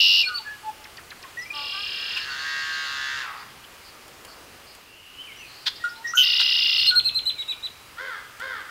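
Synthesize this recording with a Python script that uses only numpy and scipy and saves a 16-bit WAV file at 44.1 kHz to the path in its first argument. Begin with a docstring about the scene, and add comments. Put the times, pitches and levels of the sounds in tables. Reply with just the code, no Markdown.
"""A fast two-voiced red-wing trill opens over a soft hush of air and water, then liquid notes and two chirps.
Another blackbird ticks, far birds whistle, a softer trill answers and a rasping pulsed buzz draws out.
Checks and reed snaps are shaped noise; late on come a throbbing slow trill and a run of swept chirps.
A crow caws twice and starts again at the end. Reeds and shore echo the calls as sparse random scatter."""
import sys
import numpy as np
from scipy import signal
from scipy.fft import rfft, irfft, next_fast_len
from scipy.io import wavfile
from scipy.ndimage import uniform_filter1d

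SR = 44100
rng = np.random.default_rng(int(sys.argv[2]) if len(sys.argv) > 2 else 0)


def generate_wav(sig):
    """Save sig (samples, or channels by samples) to the path in sys.argv[1] as 16-bit PCM at SR."""
    pcm = np.round(np.clip(np.atleast_2d(sig).T, -1, 1) * 32767).astype(np.int16)
    wavfile.write(sys.argv[1], SR, pcm)


N = 383669


def amp(db):
    """Decibels to gain."""
    return 10 ** (np.asarray(db) / 20)


def evened(x):
    """Scales to rms 1."""
    return x / np.sqrt(np.mean(x ** 2) + 1e-20)


def read(points, hz):
    """Reads a spectrum on a log-frequency axis."""
    f, value = np.transpose(points)
    return np.interp(np.log(hz + 1), np.log(f + 1), value)


def course(rows):
    """A table of curves at audio rate: time first, then each column."""
    s, *columns = np.transpose(rows)
    t = np.arange(s[0], s[-1], 1 / SR)
    return [t] + [np.interp(t, s, c) for c in columns]


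def add(mix, s, sound):
    """Mixes a sound in at time s."""
    part = mix[max(round(s * SR), 0):][:len(sound)]
    part += sound[:len(part)]


def played(sounds):
    """Lays (start s, sound) pairs on one track."""
    mix = np.zeros(N)
    for s, sound in sounds:
        add(mix, s, sound)
    return mix


def colour(x, gain):
    """Filters by a gain given as a function of frequency."""
    size = next_fast_len(len(x) + 1024)
    spectrum = rfft(x, size) * gain(np.fft.rfftfreq(size, 1 / SR))
    return irfft(spectrum, size)[:len(x)]


def wander(t, hz):
    """Smooth noise of rms 1, rolled off around hz."""
    return evened(colour(rng.standard_normal(len(t)), lambda f: np.exp(-(f / hz) ** 2)))


def angle(hz):
    """Running phase of a frequency curve, in radians."""
    return 2 * np.pi * np.cumsum(hz) / SR


def envelope(t, attack_s, release_s):
    """Rises, holds and falls to silence at the end of t."""
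    return np.clip(t / attack_s, 0, 1) * np.clip((t[-1] - t) / release_s, 0, 1)


# Hush spectrum. Each row: frequency in Hz, relative level in dB.
HUSH_SPECTRUM = [(15, -44), (25, -14), (82, -7.5), (165, -12), (260, -5.5), (400, -2), (583, -4),
                 (1050, -2), (1170, 0), (1800, -3.5), (2240, -3), (2850, -2.5), (3730, -8), (4880, -7),
                 (5590, -11), (15500, -16.5)]
# Level changes of the hush: swells, and a brief overall dip near 5 s. Each row: centre in s, half width in s,
# then changes in dB: overall, lapping water, low wind.
HUSH_LEVEL_CHANGES = [(1.8, 1.5, 1, 2, 0), (4.35, .45, 0, 5, 0), (4.98, .2, -3.5, 0, 1),
                      (7, .18, 0, 1, 10.5)]
HUSH_DB, WATER_DB, WIND_DB = -47.8, -.8, 10.2  # before the level changes


def hush(patchy_db=0.9):
    """Soft noise with drifting patches; water swells its low middle and wind its bass."""
    hz, t, z = signal.stft(rng.standard_normal(N), SR, nperseg=1024, noverlap=768)
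    changes_db = sum(np.outer(heights_db, np.exp(-((t - s) / width_s) ** 2))
                     for s, width_s, *heights_db in HUSH_LEVEL_CHANGES)
    db, water_db, wind_db = changes_db + np.array([HUSH_DB, WATER_DB, WIND_DB])[:, None]
    patches = uniform_filter1d(rng.standard_normal(z.shape), size=14, axis=0)
    patches = evened(uniform_filter1d(patches, size=14, axis=1))
    f = hz[:, None]
    water_field_db = water_db * np.exp(-np.log((f + 1) / 460) ** 2)
    wind_field_db = wind_db / (1 + (f / 190) ** 4)
    field_db = db + patchy_db * patches + water_field_db + wind_field_db
    shaped = z * evened(amp(read(HUSH_SPECTRUM, f))) * amp(field_db)
    return signal.istft(shaped, SR, nperseg=1024, noverlap=768)[1][:N]


# The red-wing's throat. Each row: frequency in Hz, gain in dB.
TRILL_THROAT = [(900, -25), (1500, -4), (1720, -15), (2000, -8.5), (2200, -14.5), (2500, 1), (5250, -2),
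                (5700, -6.5), (6400, -18), (9000, -35)]
# cycles slow steadily and drag more around the moment they falter
TRILL_SAG_HZ_PER_S, FALTER_HZ, FALTER_HALF_WIDTH_S = 2.4, 3.3, .073


def trill(row, cycle, overtones, start, flutter_hz, low_flutter, high_flutter, overtone_db,
          shake=0.013, fade_db=1):
    """The two sides of the syrinx repeat a pitch figure; a fast flutter spreads each into sidebands."""
    s, length_s, attack_s, release_s, db, cycles_hz, falter_s = row
    t = np.arange(0, length_s, 1 / SR)
    falter = np.exp(-((s + t - falter_s) / FALTER_HALF_WIDTH_S) ** 2)
    rate_hz = cycles_hz - TRILL_SAG_HZ_PER_S * t - FALTER_HZ * falter
    turn = angle(rate_hz) / (2 * np.pi) + start
    share, *columns = np.transpose(cycle)
    low_hz, low_db, high_hz, high_db = (np.interp(turn, share, c, period=1) for c in columns)
    # the flutter starts afresh in every cycle and grows with the low voice
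    flutter_phase = 2 * np.pi * flutter_hz * (turn % 1) / rate_hz.mean() + .9 * wander(t, 150)
    flutter = amp(low_db) * np.sin(flutter_phase)
    low_phase = angle(low_hz * (1 + .007 * wander(t, 200))) + low_flutter * flutter
    high_shake = shake * amp(low_db) * wander(t, 494)
    high_phase = angle(high_hz * (1 + high_shake)) + high_flutter * flutter

    def side(phase, level_db, orders):
        """Harmonics of one side of the syrinx, equally strong."""
        return amp(level_db) * sum(np.sin(k * phase) for k in orders)

    voice = side(low_phase, low_db, [1]) + side(high_phase, high_db, [1])
    edge = side(low_phase, low_db, range(2, 6)) + side(high_phase, high_db, range(2, 4))
    voice = evened(colour(voice, lambda f: amp(read(TRILL_THROAT, f))))
    edge = evened(colour(edge, lambda f: amp(read(overtones, f))))
    level = amp(db + fade_db * (.5 - t / length_s)) * envelope(t, attack_s, release_s)
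    return s, level * (voice + amp(overtone_db) * edge)


# Each row: share of the cycle, low voice in Hz, its level in dB, high voice in Hz, its level in dB.
FAST_CYCLE = [(0, 2800, -4, 5335, 3.5), (.1, 2800, -6.5, 4160, 5), (.2, 3000, -1, 3020, -13),
              (.4, 2877, 2, 3793, -3), (.6, 2776, 3, 4305, -17), (.8, 2725, -7, 5164, 5),
              (.9, 2770, -0.5, 5540, -12)]
THROB_CYCLE = [(0, 2943, -22, 6000, -24), (.2, 2993, 4.5, 6300, -11), (.5, 3090, 1, 6400, -17),
               (.8, 3067, 0, 6100, -19)]
SLOW_CYCLE = [(0, 2917, -19, 5115, 9), (.06, 2896, -13.5, 5104, -11), (.16, 2934, 6, 4293, -10.5),
              (0.399, 2828, 0.5, 4342, -0.5), (.6, 2820, 1, 3900, 6), (.8, 2763, 5.5, 4000, 0),
              (.93, 2861, -11.5, 4976, 3)]
# One row each: start in s, length in s, attack in s, release in s, level in dB, cycles per s, falter time in s.
FAST_TRILL = (0, .24, .002, .028, -16.9, 93.2, .22)
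THROB = (6.17, .064, .008, .008, -14.6, 141.5, 6.19)
SLOW_TRILL = (6.225, .68, .004, .03, -21, 32.1, 6.64)
# What the throat passes of the overtones. Each row: frequency in Hz, gain in dB.
TRILL_OVERTONES = [(5500, 6), (6800, 10), (8200, -6), (9500, -15), (10800, -5), (11900, 10), (13800, -13),
                   (15500, 3)]
THROB_OVERTONES = [(5000, 0), (6300, 1), (7200, 2), (9300, -8), (13000, -8), (15500, -10)]
SLOW_OVERTONES = [(5500, 0), (6800, -3), (8200, -11), (9500, -2), (11300, 5), (13500, -3), (15300, 7)]
# Bright, hoarse edge on the notes leading into the last trill. Each row: start in s, length in s,
# first, middle and last pitch in Hz, level in dB, roughness 0-1.
RASPS = [(6.064, 0.058, 5600, 5750, 5700, -39, .6), (6.138, 0.092, 6070, 6410, 5640, -33.5, 0.6),
         (6.146, .11, 12000, 12950, 13600, -39.5, .8)]


def trills():
    """The two near red-wing trills; the last opens with a loud throb."""
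    fast = trill(FAST_TRILL, FAST_CYCLE, TRILL_OVERTONES, start=0.13, fade_db=3, flutter_hz=690,
                 low_flutter=0.18, high_flutter=0.29, overtone_db=-26)
    throb = trill(THROB, THROB_CYCLE, THROB_OVERTONES, start=0.78, fade_db=4, flutter_hz=595,
                  low_flutter=0.092, high_flutter=2.7, overtone_db=-23)
    slow = trill(SLOW_TRILL, SLOW_CYCLE, SLOW_OVERTONES, start=0.12, flutter_hz=786.5,
                 low_flutter=0.55, high_flutter=1.18, overtone_db=-30, shake=.05)
    return played([fast, throb, slow] + [whistle(*row) for row in RASPS])


# Liquid notes. Each row: start in s, length in s, attack in s, pitch in Hz, glide in Hz,
# harmonic that the throat picks, level in dB.
NOTES = [(.23, .04, .009, 2425, -210, 1, -21.5), (.255, .14, .034, 1448, -105, 1, -31),
         (.275, .13, .03, 1200, -200, 1, -37.5), (.39, .035, .013, 880, -47, 1, -42),
         (.445, .15, .03, 846, -17, 2, -34.5), (.63, .089, .063, 860, 19, 1, -29),
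         (1.23, .05, .026, 1080, -34, 1, -42), (1.368, .11, .008, 1970, 130, 1, -31.5),
         (1.452, .038, .009, 2345, 130, 1, -39), (1.5, .021, .009, 2440, 120, 1, -27),
         (1.505, .23, .078, 289, -10, 3.7, -37.5), (1.715, .15, .04, 396, 34, 3.4, -36.5),
         (2.27, .16, .03, 1488, 0, 1, -37), (5.79, .18, .034, 1884, -32, 1, -42),
         (5.838, .057, .005, 1436, 44, 1, -21.5), (5.91, .13, .11, 899, 48, 1, -45),
         (6.04, .1, .016, 1898, 105, 1, -26), (6.135, .017, .003, 1388, 104, 1, -23),
         (6.14, .12, .017, 1468, 31, 1, -26.5), (6.9, .11, .028, 1464, -72, 1, -24.5)]
NOTE_FADE_DB = 20


def note(s, length_s, attack_s, pitch_hz, glide_hz, harmonic, db, width_hz=190, jitter=0.014):
    """A harmonic tone of which the throat picks one or two partials; it swells and dies away."""
    t = np.arange(0, length_s, 1 / SR)
    hz = (pitch_hz + glide_hz * (t / length_s - .5)) * (1 + jitter * wander(t, 150))
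    k = np.arange(1, int(9000 / pitch_hz) + 1)[:, None]
    resonance = 1 / (1 + ((k - harmonic) * pitch_hz / width_hz) ** 2)
    leak = amp(-26.5) * (k * pitch_hz > 800) / np.sqrt(k)
    tone = evened(((resonance + leak) * np.sin(k * angle(hz))).sum(0))
    off_peak = np.interp(t, [0, attack_s, length_s], [1, 0, 1])
    return s, amp(db - NOTE_FADE_DB * off_peak ** 1.67) * tone * signal.windows.tukey(len(t), .08)


# Sharp chirps. Each row: start in s, held pitch in Hz, level in dB.
CHIRPS = [(0.243, 4400, -28.5), (0.338, 4520, -27.5), (6.772, 4350, -24), (6.862, 4260, -16),
          (6.951, 4260, -15.5), (7.045, 4203, -19), (7.144, 4130, -21), (7.254, 4070, -20.5),
          (7.379, 3910, -28.5), (7.478, 3900, -26), (7.625, 3950, -29.5)]
CHIRP_S, CHIRP_ATTACK_S, HOOK_S, HOOK_SHARE = .054, .016, .006, .12
PLUNGE_S, PLUNGE_SHARE, PLUNGE_DB, CHIRP_OVERTONE_DB = .016, .52, -21, -28


def chirp(s, hz, db, jitter=.012):
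    """A whistle that hooks up to its pitch, holds it, then plunges and fades."""
    t = np.arange(0, CHIRP_S, 1 / SR)
    plunge = np.clip(1 - (CHIRP_S - t) / PLUNGE_S, 0, 1) ** 2
    bend = 1 - HOOK_SHARE * np.exp(-t / HOOK_S) - PLUNGE_SHARE * plunge
    phase = angle(hz * bend * (1 + jitter * wander(t, 340)))
    overtones = amp(CHIRP_OVERTONE_DB) * (np.sin(2 * phase) + amp(-3.5) * np.sin(3 * phase))
    tone = envelope(t, CHIRP_ATTACK_S, .001) * np.sin(phase) + overtones
    return s, np.sqrt(2) * amp(db + PLUNGE_DB * plunge) * tone


# Each row: start in s, level in dB.
TICKS = [(0.839, -37.5), (0.968, -35), (1.102, -34.5), (1.224, -37), (4.013, -52)]
# Sweep of one tick. Each row: time after its start in s, pitch in Hz, relative level in dB.
TICK_SHAPE = [(0, 6220, -20), (.005, 4810, 0.5), (.01, 3098, -8), (.017, 1800, -1), (.032, 1320, -12)]


def tick(s, db):
    """A rough, very fast downward sweep."""
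    t, hz, level_db = course(TICK_SHAPE)
    return s, amp(db + level_db) * np.sin(angle(hz * (1 + .15 * wander(t, 880))))


# Far whistles. Each row: start in s, length in s, first, middle and last pitch in Hz,
# level in dB before the far trim, roughness 0-1.
FAR_WHISTLES = [(1.386, 0.021, 5800, 5860, 5700, -46.5, 0.05), (1.412, 0.031, 5250, 5130, 5050, -45, 0.18),
                (4.802, 0.7, 2700, 2870, 2984, -52.5, 0.6), (5.171, 0.073, 2900, 3060, 3010, -41.5, 0.2),
                (5.26, 0.082, 2700, 2220, 2180, -46.5, 0.2), (5.378, .1, 3000, 2620, 2400, -47, 0.06),
                (5.356, .078, 5600, 5950, 6150, -56, .07), (5.425, .3, 4200, 4600, 4500, -52, .83),
                (5.754, .02, 4100, 5000, 4200, -44, .5), (5.846, .02, 3000, 3900, 3300, -47, .2),
                (5.887, .022, 4100, 5100, 4900, -45, .5), (5.953, .022, 3300, 4100, 4200, -47, .3),
                (7.023, 0.14, 2560, 2620, 2540, -49, 0), (7.23, 0.11, 2750, 3050, 3010, -48.5, .05),
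                (7.35, .09, 2650, 2200, 2200, -49, 0.07), (7.464, 0.1, 2950, 2480, 2380, -46.5, 0.16)]


def whistle(s, length_s, first_hz, middle_hz, last_hz, db, rough):
    """A curved glide, hoarse when its pitch shakes."""
    u = np.linspace(0, 1, int(length_s * SR))
    hz = np.polyval(np.polyfit([0, .5, 1], [first_hz, middle_hz, last_hz], 2), u)
    tone = np.sin(angle(hz * (1 + 0.0866 * rough * wander(u, 555))))
    return s, amp(db) * evened(tone * signal.windows.tukey(len(u), .5))


# Each row: share of the cycle, low voice in Hz, its level in dB, high voice in Hz, its level in dB.
MID_CYCLE = [(0, 2710, -9, 5170, 2), (.12, 2900, -12, 4950, 1), (.25, 2930, -5, 4150, -2),
             (.45, 2850, 2.5, 4000, -3), (.65, 2770, 4, 3600, -1), (.8, 2720, 1, 3650, -7),
             (.9, 2700, -8, 5250, -1)]
# One row: start in s, length in s, attack in s, release in s, level in dB before the trim,
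# cycles per s, falter time in s.
MID_TRILL = (1.525, .76, .03, .1, -31.5, 38.3, 1.82)


def neighbour_trill():
    """A softer red-wing trill from the same two-voiced syrinx."""
    sound = trill(MID_TRILL, MID_CYCLE, TRILL_OVERTONES, start=0.97, fade_db=-1.2, flutter_hz=425,
                  low_flutter=0.85, high_flutter=1.27, overtone_db=-48, shake=0.023)
    return amp(-1.5) * played([sound])


# Throat of the buzzing bird. Each row: frequency in Hz, gain in dB.
BUZZ_THROAT = [(600, -33), (900, -17), (1150, -3.5), (1330, -5.5), (1600, 3), (1800, 2.5), (2480, -14),
               (2740, -0.5), (2960, -9), (3700, -6), (4050, -11), (4950, -11), (5650, -19), (6800, -18),
               (8000, -32), (9800, -37), (12000, -60)]
# the buzz swells, holds and lets go; loudness and pulse rate both follow the effort
BUZZ_START_S, BUZZ_LENGTH_S, BUZZ_SWELL_S, BUZZ_RELEASE_S = 1.85, 1.6, .62, .3
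BUZZ_DB, BUZZ_SWELL_DB, BUZZ_RELEASE_DB = -33.6, 16, 14.5
BUZZ_HZ, BUZZ_SWELL_HZ, BUZZ_SAG_HZ_PER_S, BUZZ_RELEASE_HZ = 69.9, 8.6, 2.3, 10  # pulse pairs per s
# near its end the beak closes, lowering the throat resonances and dulling the treble
BEAK_CLOSES_S, BEAK_CLOSING_S, BEAK_DROP_SHARE, BEAK_TREBLE_DB = 3.252, .03, .3, -20


def buzz(lag=.44, second=0.66, sweep=0.38, rasp_hz=3000, air_db=-11.5):
    """Unevenly paired pulses, each a small upward sweep in the throat, with a light rasp on top."""
    t = np.arange(0, BUZZ_LENGTH_S, 1 / SR)
    slack = np.clip(1 - t / BUZZ_SWELL_S, 0, 1)
    release = np.clip(1 - (BUZZ_LENGTH_S - t) / BUZZ_RELEASE_S, 0, 1)
    shut = .5 + .5 * np.tanh((BUZZ_START_S + t - BEAK_CLOSES_S) / BEAK_CLOSING_S)
    db = BUZZ_DB - BUZZ_SWELL_DB * slack - BUZZ_RELEASE_DB * release ** 1.5
    sag_hz = BUZZ_SAG_HZ_PER_S * np.maximum(t - BUZZ_SWELL_S, 0)
    hz = BUZZ_HZ - BUZZ_SWELL_HZ * slack - sag_hz - BUZZ_RELEASE_HZ * release
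    beak = 1 - BEAK_DROP_SHARE * shut
    treble_db = BEAK_TREBLE_DB * shut
    phase = angle(hz * (1 + .002 * wander(t, 90)))

    def upper(f):
        """Share of the treble, 0 below and 1 above rasp_hz."""
        return 1 - 1 / (1 + (f / rasp_hz) ** 8)

    pulses, delay = np.zeros(len(t)), 0
    for k in range(8, 130):
        # higher partials leave later in each pulse
        delay += sweep * 2 * np.pi * np.clip((k - 12) / 20, 0, 1)
        pair = 1 + second * np.exp(-2j * np.pi * lag * k)
        partial_hz = k * hz[::64]
        treble = upper(partial_hz)
        throat_hz = partial_hz / beak[::64] ** (1 - treble)
        gain = amp(read(BUZZ_THROAT, throat_hz) + treble_db[::64] * treble)
        partial = np.cos(k * phase - delay + np.angle(pair))
        pulses += abs(pair) * np.interp(t, t[::64], gain) * partial
    pulsed_noise = rng.standard_normal(len(t)) * (1 + .7 * np.cos(2 * phase))
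    air = colour(pulsed_noise, lambda f: amp(read(BUZZ_THROAT, f)) * upper(f))
    return BUZZ_START_S, amp(db) * (evened(pulses) + amp(air_db + treble_db) * evened(air))


# Harsh checks. Each row: start in s, length in s, level in dB, resonance centre in Hz, its width in Hz.
CHECKS = [(2.158, 0.032, -27, 2600, 515), (3.635, 0.024, -43.5, 2930, 354), (5.655, .04, -20.5, 3810, 1670),
          (6.391, 0.039, -20, 3750, 1700)]
# Each row: frequency in Hz, gain in dB.
CHECK_COLOUR = [(350, -75), (600, -42), (1030, -21), (1200, -32), (1430, -14.5), (2220, -26.5), (3520, -21),
                (3870, -25), (4810, -22), (6060, -30.5), (11200, -40), (13500, -37), (15500, -45)]


def check(s, length_s, db, centre_hz, width_hz):
    """A short toneless call: noise through one broad throat resonance."""
    def throat(f):
        """Resonance over a weak floor, coloured."""
        resonance = 1 / (1 + ((f - centre_hz) / width_hz * 2) ** 2)
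        return amp(read(CHECK_COLOUR, f)) * (0.1 + resonance)

    rasp = evened(colour(rng.standard_normal(int(length_s * SR)), throat))
    return s, amp(db) * rasp * signal.windows.tukey(len(rasp), .8)


# Repeated far calls. One row each: first start in s, first gap in s, growth of the gap in s, call length in s,
# pitch in Hz, rise in Hz, level in dB before the far trim, roughness 0-1.
PEEPS = (2.2, .085, .009, .055, 4430, 120, -40.5, .35)
WHEEZES = (3.355, .478, -.044, .08, 4640, 20, -52, .85)


def repeated(row, count):
    """One far call over and over, the gaps changing evenly."""
    first_s, gap_s, growth_s, length_s, hz, rise_hz, db, rough = row
    starts_s = [first_s + k * gap_s + growth_s * k * (k - 1) / 2 for k in range(count)]
    return [whistle(s, length_s, hz - rise_hz, hz, hz + rise_hz / 2, db, rough) for s in starts_s]


# Dry snaps in the reeds. Each row: start in s, level in dB.
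SNAPS = [(4.08, -43), (4.249, -37), (4.75, -41.5), (8.398, -39)]


def snap(s, db, decay_s=0.0054):
    """A dry stalk cracks: dulled noise that dies away exponentially."""
    t = np.arange(0, .03, 1 / SR)
    noise = evened(colour(rng.standard_normal(len(t)), lambda f: 1 / np.hypot(1, f / 5000)))
    return s, amp(db) * np.exp(-t / decay_s) * noise


# Each row: start in s, level in dB before the fade and the crow trim.
CAWS = [(7.963, -31), (8.385, -30.3), (8.675, -35.5)]
# Each row: frequency in Hz, gain in dB.
CROW_THROAT = [(300, -43), (430, -26), (540, -9.5), (800, -18), (1100, -7.5), (1380, 4), (2050, -6),
               (2700, -29), (3400, -10.5), (3900, -23), (4700, -20), (5800, -34), (9000, -44)]
CAW_S, CAW_ATTACK_S, CAW_RELEASE_S, CAW_FADE_DB_PER_S = .25, .04, .03, -26
CAW_LOW_HZ, CAW_TOP_HZ, CAW_SKEW = 400, 538, .58


def caw(s, db, rattle_hz=85, rattle=0.65):
    """A hoarse, lopsided arch of pitch, rattled in loudness, through the crow's throat."""
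    t = np.arange(0, CAW_S, 1 / SR)
    arch = np.sin(np.pi * (t / CAW_S) ** CAW_SKEW) ** 2
    hz = CAW_LOW_HZ + (CAW_TOP_HZ - CAW_LOW_HZ) * arch
    phase = angle(hz * (1 + .03 * wander(t, 400)))
    voice = sum(amp(read(CROW_THROAT, k * hz)) * np.cos(k * phase) for k in range(1, 15))
    shake = 1 + rattle * np.sin(angle(rattle_hz * (1 + 0.28 * wander(t, 87))))
    level = amp(db + CAW_FADE_DB_PER_S * t) * envelope(t, CAW_ATTACK_S, CAW_RELEASE_S)
    return s, level * evened(voice * shake)


# Decay of the shore echo. Each row: frequency in Hz, time to fall 60 dB in s.
SHORE_T60 = [(300, 0.96), (1500, 0.9), (4000, 0.96), (12000, 0.15)]


def outdoors(x, reeds_db, shore_db, reeds_t60_s=0.16):
    """Early scatter from the reeds and a longer, duller tail from the shore."""
    t = np.arange(SR) / SR
    sparse = rng.random((2, SR)) < 2500 / SR  # about 2500 echoes per s
    early, late = rng.standard_normal((2, SR)) * sparse * (t > .006)
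    early = early * amp(-60 * t / reeds_t60_s)
    hz, age_s, z = signal.stft(late, SR, nperseg=256)
    decay = amp(-60 * age_s / read(SHORE_T60, hz)[:, None])
    late = signal.istft(z * decay, SR, nperseg=256)[1][:SR]
    reeds = amp(reeds_db) * early / np.linalg.norm(early)
    shore = amp(shore_db) * late / np.linalg.norm(late)
    return x + signal.oaconvolve(x, reeds + shore)[:N]


def scene():
    """Sums the hush and the calls, each group with its own balance of reed and shore echo."""
    songs = outdoors(trills(), reeds_db=-8.5, shore_db=-23)
    neighbour = outdoors(neighbour_trill(), reeds_db=-4, shore_db=-12)
    notes = outdoors(played([note(*row) for row in NOTES]), reeds_db=-11.5, shore_db=-20.5)
    chirps = outdoors(played([chirp(*row) for row in CHIRPS]), reeds_db=-7, shore_db=-21.5)
    ticks = [tick(*row) for row in TICKS]
    checks = [check(*row) for row in CHECKS]
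    snaps = [snap(*row) for row in SNAPS]
    clicks = outdoors(played(ticks + checks + snaps), reeds_db=-13, shore_db=-19)
    buzzing = outdoors(played([buzz()]), reeds_db=-2, shore_db=-9)
    whistles = [whistle(*row) for row in FAR_WHISTLES]
    far_calls = played(whistles + repeated(PEEPS, count=7) + repeated(WHEEZES, count=4))
    far = outdoors(amp(-1) * far_calls, reeds_db=-9, shore_db=-7)
    crow = outdoors(amp(-1) * played([caw(*row) for row in CAWS]), reeds_db=-9, shore_db=-7)
    return (songs + neighbour + notes + chirps + clicks + buzzing + far + crow + hush())[None]


EDGE_HZ = 15800


def record(dry):
    """The recorder's band limit: a steep low-pass."""
    lowpass = signal.firwin(511, EDGE_HZ, window=("kaiser", 9), fs=SR)
    return signal.oaconvolve(dry, lowpass[None], "same")


dry = scene()
out = record(dry)
generate_wav(out)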